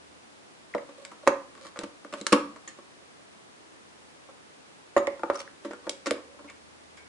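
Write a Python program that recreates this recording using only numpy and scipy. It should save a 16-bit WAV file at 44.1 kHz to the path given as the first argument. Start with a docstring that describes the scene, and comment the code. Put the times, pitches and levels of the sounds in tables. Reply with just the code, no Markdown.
"""Plastic knocks, clicks and snaps: two batteries pushed into a hollow toy, heard close up in a small quiet room.
Each contact is an impact plus a noise crack, ringing the modes of the toy's shell, with a soft low bump.
Cells scrape on their springs as trains of tiny slips; plastic squeaks; metal rings as clusters of close sines.
Short room reflections follow, over steady hiss and a faint low drone."""
import sys
import numpy as np
from scipy import signal
from scipy.fft import rfft, irfft
from scipy.io import wavfile
from scipy.ndimage import uniform_filter1d

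SR = 44100
rng = np.random.default_rng(int(sys.argv[2]) if len(sys.argv) > 2 else 0)


def store_wav(level_fs):
    """Save 16-bit WAV to argv[1]."""
    pcm = np.round(np.clip(np.atleast_2d(level_fs), -1, 1) * 32767)
    wavfile.write(sys.argv[1], SR, pcm.T.astype(np.int16))


N = 312228
HIT_SIZE = 8192  # samples


def amp(db):
    """Amplitude factor of a level in dB."""
    return 10 ** (np.asarray(db) / 20)


def unit_rms(x):
    """Scale to an rms of 1."""
    return x / np.sqrt(np.mean(x ** 2) + 1e-20)


def curve_at(points, hz):
    """Read a curve joined by straight lines on a log-frequency axis."""
    f, value = np.transpose(points)
    return np.interp(np.log(hz + 1), np.log(f + 1), value)


def add(mix, start_s, sound):
    """Sum a sound into the mix, cut at the end."""
    part = mix[:, round(start_s * SR):][:, :sound.shape[-1]]
    part += sound[..., :part.shape[1]]


def noise_pair(size, likeness):
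    """Left and right white noise, correlated by likeness: one value or one per frequency bin."""
    a, b = rfft(rng.standard_normal((2, size)))
    c = np.clip(likeness, -1, 1)
    right = c * a + np.sqrt(1 - c ** 2) * b
    return irfft(np.array([a, right]), size)


def coloured(x, points):
    """Minimum-phase filter with the given spectrum: nothing sounds before the attack."""
    size = x.shape[-1]
    hz = abs(np.fft.fftfreq(size, 1 / SR))
    log_gain = np.log(amp(curve_at(points, hz)))
    response = np.exp(signal.hilbert(log_gain).conj())
    return np.fft.ifft(np.fft.fft(x) * response).real


# register voicing, one value each: boom, thud, hollow, clack, snap, tick
# plain contact [level/dB]; shares of hardness, weight, hollowness [dB per dB]
VOICE_DB = [-2, 2, 0.2, 0.55, 2.5, -1.5]
HARDNESS_SHARE = [0.041, 0.012, 0.029, 0, 0.86, 1.11]
WEIGHT_SHARE = [1.05, 0.86, 0.075, 0.031, 0, 0.19]
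HOLLOW_SHARE = [0.088, 0.026, 0.51, -0.64, -0.042, -0.29]


def voicing(strength_db, hardness_db, weight_db, hollowness_db):
    """Register levels: hardness lifts mainly treble, weight bass, hollowness the middle at the clack's expense."""
    levels_db = strength_db + np.array(VOICE_DB)
    levels_db += hardness_db * np.array(HARDNESS_SHARE)
    levels_db += weight_db * np.array(WEIGHT_SHARE)
    return levels_db + hollowness_db * np.array(HOLLOW_SHARE)


# knocks, clicks and snaps of the cells in the compartment
# [t/s, strength/dB, hardness/dB, weight/dB, hollowness/dB, crack t60/s]
CONTACTS = [ (0.7487, -30.5, -18.5, -10, 8, 0.023), (0.7812, -52.5, -10, -9, -3, 0.057),
            (0.8908, -52.5, -13, -4.5, 5, 0.11), (1.0502, -56.5, 10.5, -22, -4.5, 0.0089),
            (1.1154, -53.5, -9, -3.5, -9.5, 0.079), (1.268, -36.5, -12, -12, 13, 0.037),
            (1.2744, -17.5, -16, -12.5, 1.5, .025), (1.2765, -32.5, -5.5, -15.5, 11, .016),
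            (1.552, -62, -2, -12, -9, 0.0096), (1.577, -60.5, -5, -4, -5, 0.026),
            (1.65, -53, -8, -4.5, -4, 0.15), (1.7601, -46.5, -13, -18, 0, 0.069),
            (1.772, -46, -12, -16, 1, .017), (1.7902, -45.5, 3, 0, 3.5, 0.0087),
            (1.812, -46, -11, -13, 2, 0.073), (1.8348, -44, -5.5, 0.5, 1, 0.045),
            (2.0481, -48, -14.5, -4, 0.5, 0.015), (2.126, -44.5, -6, -6, 1, 0.095),
            (2.138, -40, -7.5, -5.5, -0.5, 0.0049), (2.2125, -51.5, 5.5, 6.5, 7, .015),
            (2.2669, -38.5, 6.5, -11, -8, .014), (2.3227, -29.5, -3.5, -4, 9.5, 0.04),
            (2.3273, -19, -8.5, -1.5, -0.5, .046), (2.3593, -30.5, -31, -5, 2, 0.0098),
            (2.561, -53.5, -9, -9, -5.5, 0.039), (2.6764, -56, 4.5, -3.5, -5, 0.14),
            (2.788, -54, -18, -1.5, 1.5, 0.016), (4.288, -53, -20, -13, 3, 0.078),
            (4.9645, -20, -24, -9, 7.5, 0.063), (4.9777, -32.5, -11.5, -16, -2.5, .05),
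            (5.07, -48.5, -1.5, -14, -3, 0.031), (5.0757, -29.5, -37, -11.5, 10, 0.043),
            (5.1946, -53, -10.5, -3, -6, .016), (5.234, -31, -23.5, -8.5, -1.5, 0.016),
            (5.2998, -25, -23.5, -11.5, 3.5, 0.028), (5.3447, -54, -6, -7, -6, .008),
            (5.404, -54, 3, -5, -3, .01), (5.6482, -41.5, -11.5, 2, 5, 0.11),
            (5.709, -44, -12, -5, 3, 0.076), (5.7336, -50.5, -10, 5, -8.5, 0.016),
            (5.8687, -38.5, -19.5, -5, 6.5, 0.06), (5.8944, -48.5, 14.5, -2.5, 6.5, .012),
            (6.0594, -40.5, 0, -10, -1, 0.1), (6.068, -36, -3.5, 0.5, 3, .065),
            (6.1091, -31, -3.5, -3, 9, 0.0056), (6.181, -56, -33, -7, -9, 0.017),
            (6.39, -53.5, -13, -3, -2, 0.07), (6.445, -54.5, -15, 2.5, 2, 0.091),
            (6.499, -56.5, 2, -18, -3, 0.039), (6.971, -65.5, 7.5, -19, -6, 0.16)]
# bays; the last lies near the stiff rim: booms less, rings higher
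# [in use from t/s, boom level/dB, factor on shell f]
BAYS = [(0, -0.5, 0.998), (4.5, -8, 1.014)]
# a firm grip chokes the crack and damps the shell: shell t60 factor grows with crack t60
GRIPPED_SUSTAIN, SUSTAIN_PER_S = 0.39, 11


def contacts():
    """First cell tips in, works against the spring, snaps home; the second follows in the last bay."""
    out = np.zeros((2, N))
    first_bay, last_bay = BAYS
    for start_s, strength_db, hardness_db, weight_db, hollowness_db, crack_t60_s in CONTACTS:
        _, boom_db, pitch = last_bay if start_s >= last_bay[0] else first_bay
        levels_db = voicing(strength_db, hardness_db, weight_db, hollowness_db)
        levels_db[0] += boom_db
        sustain = GRIPPED_SUSTAIN + SUSTAIN_PER_S * crack_t60_s
        hollow_db = levels_db[2]
        add(out, start_s, contact(levels_db, crack_t60_s, sustain, pitch) + push(hollow_db))
    return out


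# register limits [f/Hz]
REGISTER_EDGES_HZ = [130, 280, 420, 750, 1800, 5000, 11000]
# broad resonances of springs and thin ribs colouring the crack [f/Hz, level/dB]
CRACK = [(2000, 0.5), (2900, -3), (3700, 0), (4800, 4), (5500, 5.5), (6200, 4.5), (7000, 11.5), (8100, 8.5),
         (8900, 0), (9800, 11), (11000, -39)]


def contact(levels_db, crack_t60_s, sustain, pitch, crack_db=5.0, impact_db=10.5, rattle_db=-16.0,
            rattle_t60_s=0.11, likeness=0.34, ripple_db=3.0, bass_db=-7.5, sub_db=-10.0):
    """Impact, crack of dense high modes, rattle of loose parts and ringing shell, set to register levels."""
    t = np.arange(HIT_SIZE) / SR
    hz = np.fft.rfftfreq(HIT_SIZE, 1 / SR)
    decay = amp(-60 * t / max(crack_t60_s, .003)) + amp(rattle_db - 60 * t / rattle_t60_s)
    crack = decay * noise_pair(HIT_SIZE, curve_at([(400, 0.84), (1100, 0.96), (2200, likeness)], hz))
    crack[:, 0] += amp(impact_db)

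    # each contact wakes its own high resonances; the bass is left to the shell
    ripple_hz = np.linspace(1500, 11000, 32)
    scatter_db = ripple_db * rng.standard_normal(len(ripple_hz)) * (ripple_hz > 1600)
    ripple = curve_at(CRACK, ripple_hz) + scatter_db
    crack = coloured(crack, np.r_[[(220, bass_db), (450, 2), (1200, 4)], np.c_[ripple_hz, ripple]])
    sound = shell(t, sustain, pitch) + amp(crack_db) * crack
    sound = coloured(sound, [(40, sub_db), (120, sub_db), (190, 0.016)])

    edges_hz = np.array(REGISTER_EDGES_HZ)
    centres_hz = np.sqrt(edges_hz[1:] * edges_hz[:-1])
    attack_size = SR // 50
    for _ in range(2):  # steer each register's rms over the first 20 ms to its level
        spectrum = rfft(sound[:, :attack_size], HIT_SIZE)
        power = (abs(spectrum) ** 2).mean(0) * 2 / (HIT_SIZE * attack_size)
        register_power = np.add.reduceat(power, edges_hz * HIT_SIZE // SR)[:-1]
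        held_db = 10 * np.log10(register_power + 1e-20)
        sound = coloured(sound, np.c_[centres_hz, np.asarray(levels_db) - held_db])
    return sound


# plastic shell modes, before scatter, detune and the contact's factors [f/Hz, level/dB, t60/s]
SHELL = [(211, -5, 0.15), (285, -8.5, 0.098), (322, -10, 0.046), (376, -21, 0.013), (486.5, -8.5, 0.13),
         (548.4, 2, 0.1), (590.4, -1.5, 0.058), (680, -21.5, 0.036), (890, -19, 0.16), (960, -11, 0.027),
         (1064, -5.5, 0.028), (1161, -4.5, 0.039), (1328, -9.5, 0.018), (1346, -15.5, 0.095),
         (1565, -17.5, 0.019), (1535, -26.5, 0.16), (2005, -12, 0.013), (1930, -31, 0.016),
         (2272, -20, 0.078)]


def shell(t, sustain=1, pitch=1, scatter_db=5.0, detune=0.017, apart_hz=4000):
    """Decaying sine modes, randomly favoured per call; higher ones differ more in phase between the ears."""
    hz, db, t60_s = np.transpose(SHELL)[:, :, None]
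    strength, stretch, side = rng.standard_normal((3, len(SHELL), 1))
    ring = amp(db + scatter_db * strength - 60 * t / (t60_s * sustain))
    sign = (-1) ** np.arange(len(SHELL))[:, None]  # neighbouring modes push the air in opposite ways
    phase = 2 * np.pi * hz * pitch * (1 + detune * stretch) * t
    apart = (1 + side) / 2 * hz / apart_hz
    return np.array([(sign * ring * np.sin(phase + ear * apart)).sum(0) for ear in (-1, 1)])


def push(force_db, push_db=-24.5, hz=80, t60_s=0.089):
    """The whole toy gives a little on the cloth: one soft, low decaying sine."""
    t = np.arange(HIT_SIZE) / SR
    return amp(force_db + push_db - 60 * t / t60_s) * np.sin(2 * np.pi * hz * t)


# springs and battery cans singing [t/s, f/Hz, level/dB, t60/s]
RINGS = [(1.277, 6010, -28, 0.028), (1.281, 6850, -41, 0.099), (2.327, 9800, -14, 0.0042),
         (2.6768, 6730, -39, 0.069), (2.6771, 1840, -45.5, 0.13), (4.966, 1980, -24, 0.053),
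         (4.967, 6740, -39, 0.11), (5.0714, 2010, -18, 0.013), (5.358, 5750, -35, 0.033),
         (5.392, 5750, -41.5, 0.063), (6.974, 2230, -55, 0.58), (6.975, 1590, -51.5, 0.14)]


def rings(spread=0.068, count=7):
    """Each metal part rings as a cluster of close, beating sines."""
    out, t = np.zeros((2, N)), np.arange(HIT_SIZE) / SR
    for start_s, hz, db, t60_s in RINGS:
        cluster_hz = hz * (1 + spread * np.linspace(-1, 1, count) ** 3)[:, None]
        phase = 2 * np.pi * rng.random((2, count, 1))
        tone = unit_rms(np.sin(2 * np.pi * cluster_hz * t + phase).sum(1))
        add(out, start_s, amp(db - 60 * t / t60_s) * tone)
    return out


# short squeaks of plastic [middle t/s, f/Hz, level/dB, length/s]
SQUEAKS = [(0.7406, 1860, -29, 0.0058), (0.783, 2020, -37, 0.012), (5.357, 1222, -35, .035),
           (5.405, 1253, -44.5, .055), (5.478, 1880, -34.5, .003), (6.494, 2280, -45.5, 0.049)]


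def squeaks(wobble=0.1):
    """Stick-slip: a brief sine of unsteady pitch."""
    out = np.zeros((2, N))
    for middle_s, hz, db, length_s in SQUEAKS:
        size = round(length_s * SR)
        drift = unit_rms(uniform_filter1d(rng.standard_normal(size), size=40))
        pitch_hz = hz * (1 + wobble * drift)
        tone = np.sin(2 * np.pi * np.cumsum(pitch_hz) / SR)
        add(out, middle_s - length_s / 2, amp(db) * np.hanning(size) * tone)
    return out


# a cell slides on spring and wall, levels before the stroke's envelope
# [start t/s, length/s, scratch level/dB, shell rumble level/dB]
SLIDES = [(0.976, 0.081, -57, -49), (1.227, 0.021, -60, -47.5), (1.608, 0.088, -50, -50),
          (2.146, 0.074, -52, -51), (5.328, 0.053, -47, -47), (5.371, 0.054, -43, -46.5),
          (5.83, 0.051, -61, -52.5), (6.225, 0.17, -79, -58)]
# scratch colour [f/Hz, relative level/dB]
SCRATCH = [(200, -20), (1200, 3), (2500, 2), (4200, 2.5), (6500, -2), (10000, -7)]
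SLIP_SPREAD_DB = 4
STROKE_CREST = 0.64  # share of the stroke
STROKE_START_DB, STROKE_END_DB = -5.5, -5.5  # re crest


def slides(slips_per_s=400):
    """Tiny uneven slips scratch directly and shake the shell; pressure builds, then eases."""
    out, t = np.zeros((2, N)), np.arange(HIT_SIZE) / SR
    for start_s, length_s, scratch_db, rumble_db in SLIDES:
        size = round(length_s * SR)
        slip_db = SLIP_SPREAD_DB * np.minimum(rng.exponential(1, size), 3)
        slips = (rng.random(size) < slips_per_s / SR) * amp(slip_db)
        grain = noise_pair(HIT_SIZE, 0.2) * amp(-60 * t / 0.014)
        scratch = signal.fftconvolve(slips[None], grain, axes=1)
        scratch = unit_rms(coloured(scratch, SCRATCH)[:, :size])
        rumble = signal.fftconvolve(slips[None], shell(t), axes=1)
        rumble = unit_rms(coloured(rumble, [(100, -32), (550, -1), (1200, 0.5)])[:, :size])
        stroke_db = [STROKE_START_DB, 0, STROKE_END_DB]
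        pressure = amp(np.interp(np.arange(size) / size, [0, STROKE_CREST, 1], stroke_db))
        slide = amp(scratch_db) * scratch + amp(rumble_db) * rumble
        add(out, start_s, slide * pressure * signal.windows.tukey(size, .15))
    return out


# reverberation time [f/Hz, t60/s]
ROOM_T60 = [(150, 0.54), (500, 0.31), (1200, 0.38), (3000, 0.3), (9000, 0.38)]
# reverberation send [f/Hz, level/dB]
ROOM_SEND = [(150, -8), (350, -6.5), (550, -9), (800, -5.5), (1200, -3.5), (1900, -6), (3000, -7),
             (9000, -13)]


def room(x, first_s=0.0014, build_s=0.00094):
    """Reflections thicken within milliseconds, then each band dies at its own speed; bass nearly mono."""
    size = SR * 3 // 4
    likeness_points = [(200, 1.0), (600, 0.94), (1300, 0.19), (2200, 0.36), (4000, 0.071)]
    likeness = curve_at(likeness_points, np.fft.rfftfreq(size, 1 / SR))
    hz, t, bands = signal.stft(noise_pair(size, likeness), SR, nperseg=256)
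    t60_s = curve_at(ROOM_T60, hz)[:, None]
    unit_energy = np.sqrt(2 * np.log(1000) / (t60_s * SR))
    bands = bands * amp(curve_at(ROOM_SEND, hz)[:, None] - 60 * t / t60_s) * unit_energy
    tail = signal.istft(bands, SR, nperseg=256)[1][:, :size]
    tail *= np.clip((np.arange(size) / SR - first_s) / build_s, 0, 1)
    return signal.fftconvolve(x, tail, axes=1)[:, :N]


# room and microphone noise colour [f/Hz, relative level/dB]
HUSH = [(20, -37), (45, -21), (100, -6.5), (150, -2.5), (300, 2), (600, -2), (1200, -4), (2500, -9),
        (5000, -13.5), (10000, -19)]
# its left-right correlation [f/Hz, -1 to 1]
HUSH_LIKENESS = [(60, -0.027), (170, -0.38), (490, -0.2), (1380, -0.42), (3930, -0.25), (11200, 0.11)]
HUSH_DB, HISS_EDGE_HZ = -52.5, 10400
HUM_HZ, HUM_DB = 78.46, -77


def hush(hum_width_hz=0.52):
    """Steady coloured noise, plus a narrow noise band heard as a wavering low drone."""
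    hz = np.fft.rfftfreq(N, 1 / SR)
    noise = rfft(noise_pair(N, curve_at(HUSH_LIKENESS, hz)))
    hiss = noise * amp(curve_at(HUSH, hz)) * (hz < HISS_EDGE_HZ)
    hum = rfft(rng.standard_normal(N)) / (1 + ((hz - HUM_HZ) / hum_width_hz) ** 2)
    return amp(HUSH_DB) * unit_rms(irfft(hiss, N)) + amp(HUM_DB) * unit_rms(irfft(hum, N))


# stereo balance of the toy [f/Hz, left minus right level/dB]
BALANCE_LR = [(140, -0.8), (340, -0.5), (550, -3), (1100, 1.5), (2000, -0.4), (4500, -0.5), (9000, 3)]


def scene():
    """The toy, balanced left to right by frequency, its room and the hush."""
    left, right = contacts() + rings() + squeaks() + slides()
    hz, lean_db = np.transpose(BALANCE_LR)
    left = coloured(left, np.c_[hz, lean_db / 2])
    right = coloured(right, np.c_[hz, -lean_db / 2])
    toy = np.array([left, right])
    return toy + room(toy) + hush()


EDGE_HZ = 10650


def record(dry):
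    """Band limit: linear-phase low-pass."""
    low_pass = signal.firwin(401, EDGE_HZ, window=("kaiser", 8), fs=SR)
    return signal.oaconvolve(dry, low_pass[None], "same")


dry = scene()
out = record(dry)
store_wav(out)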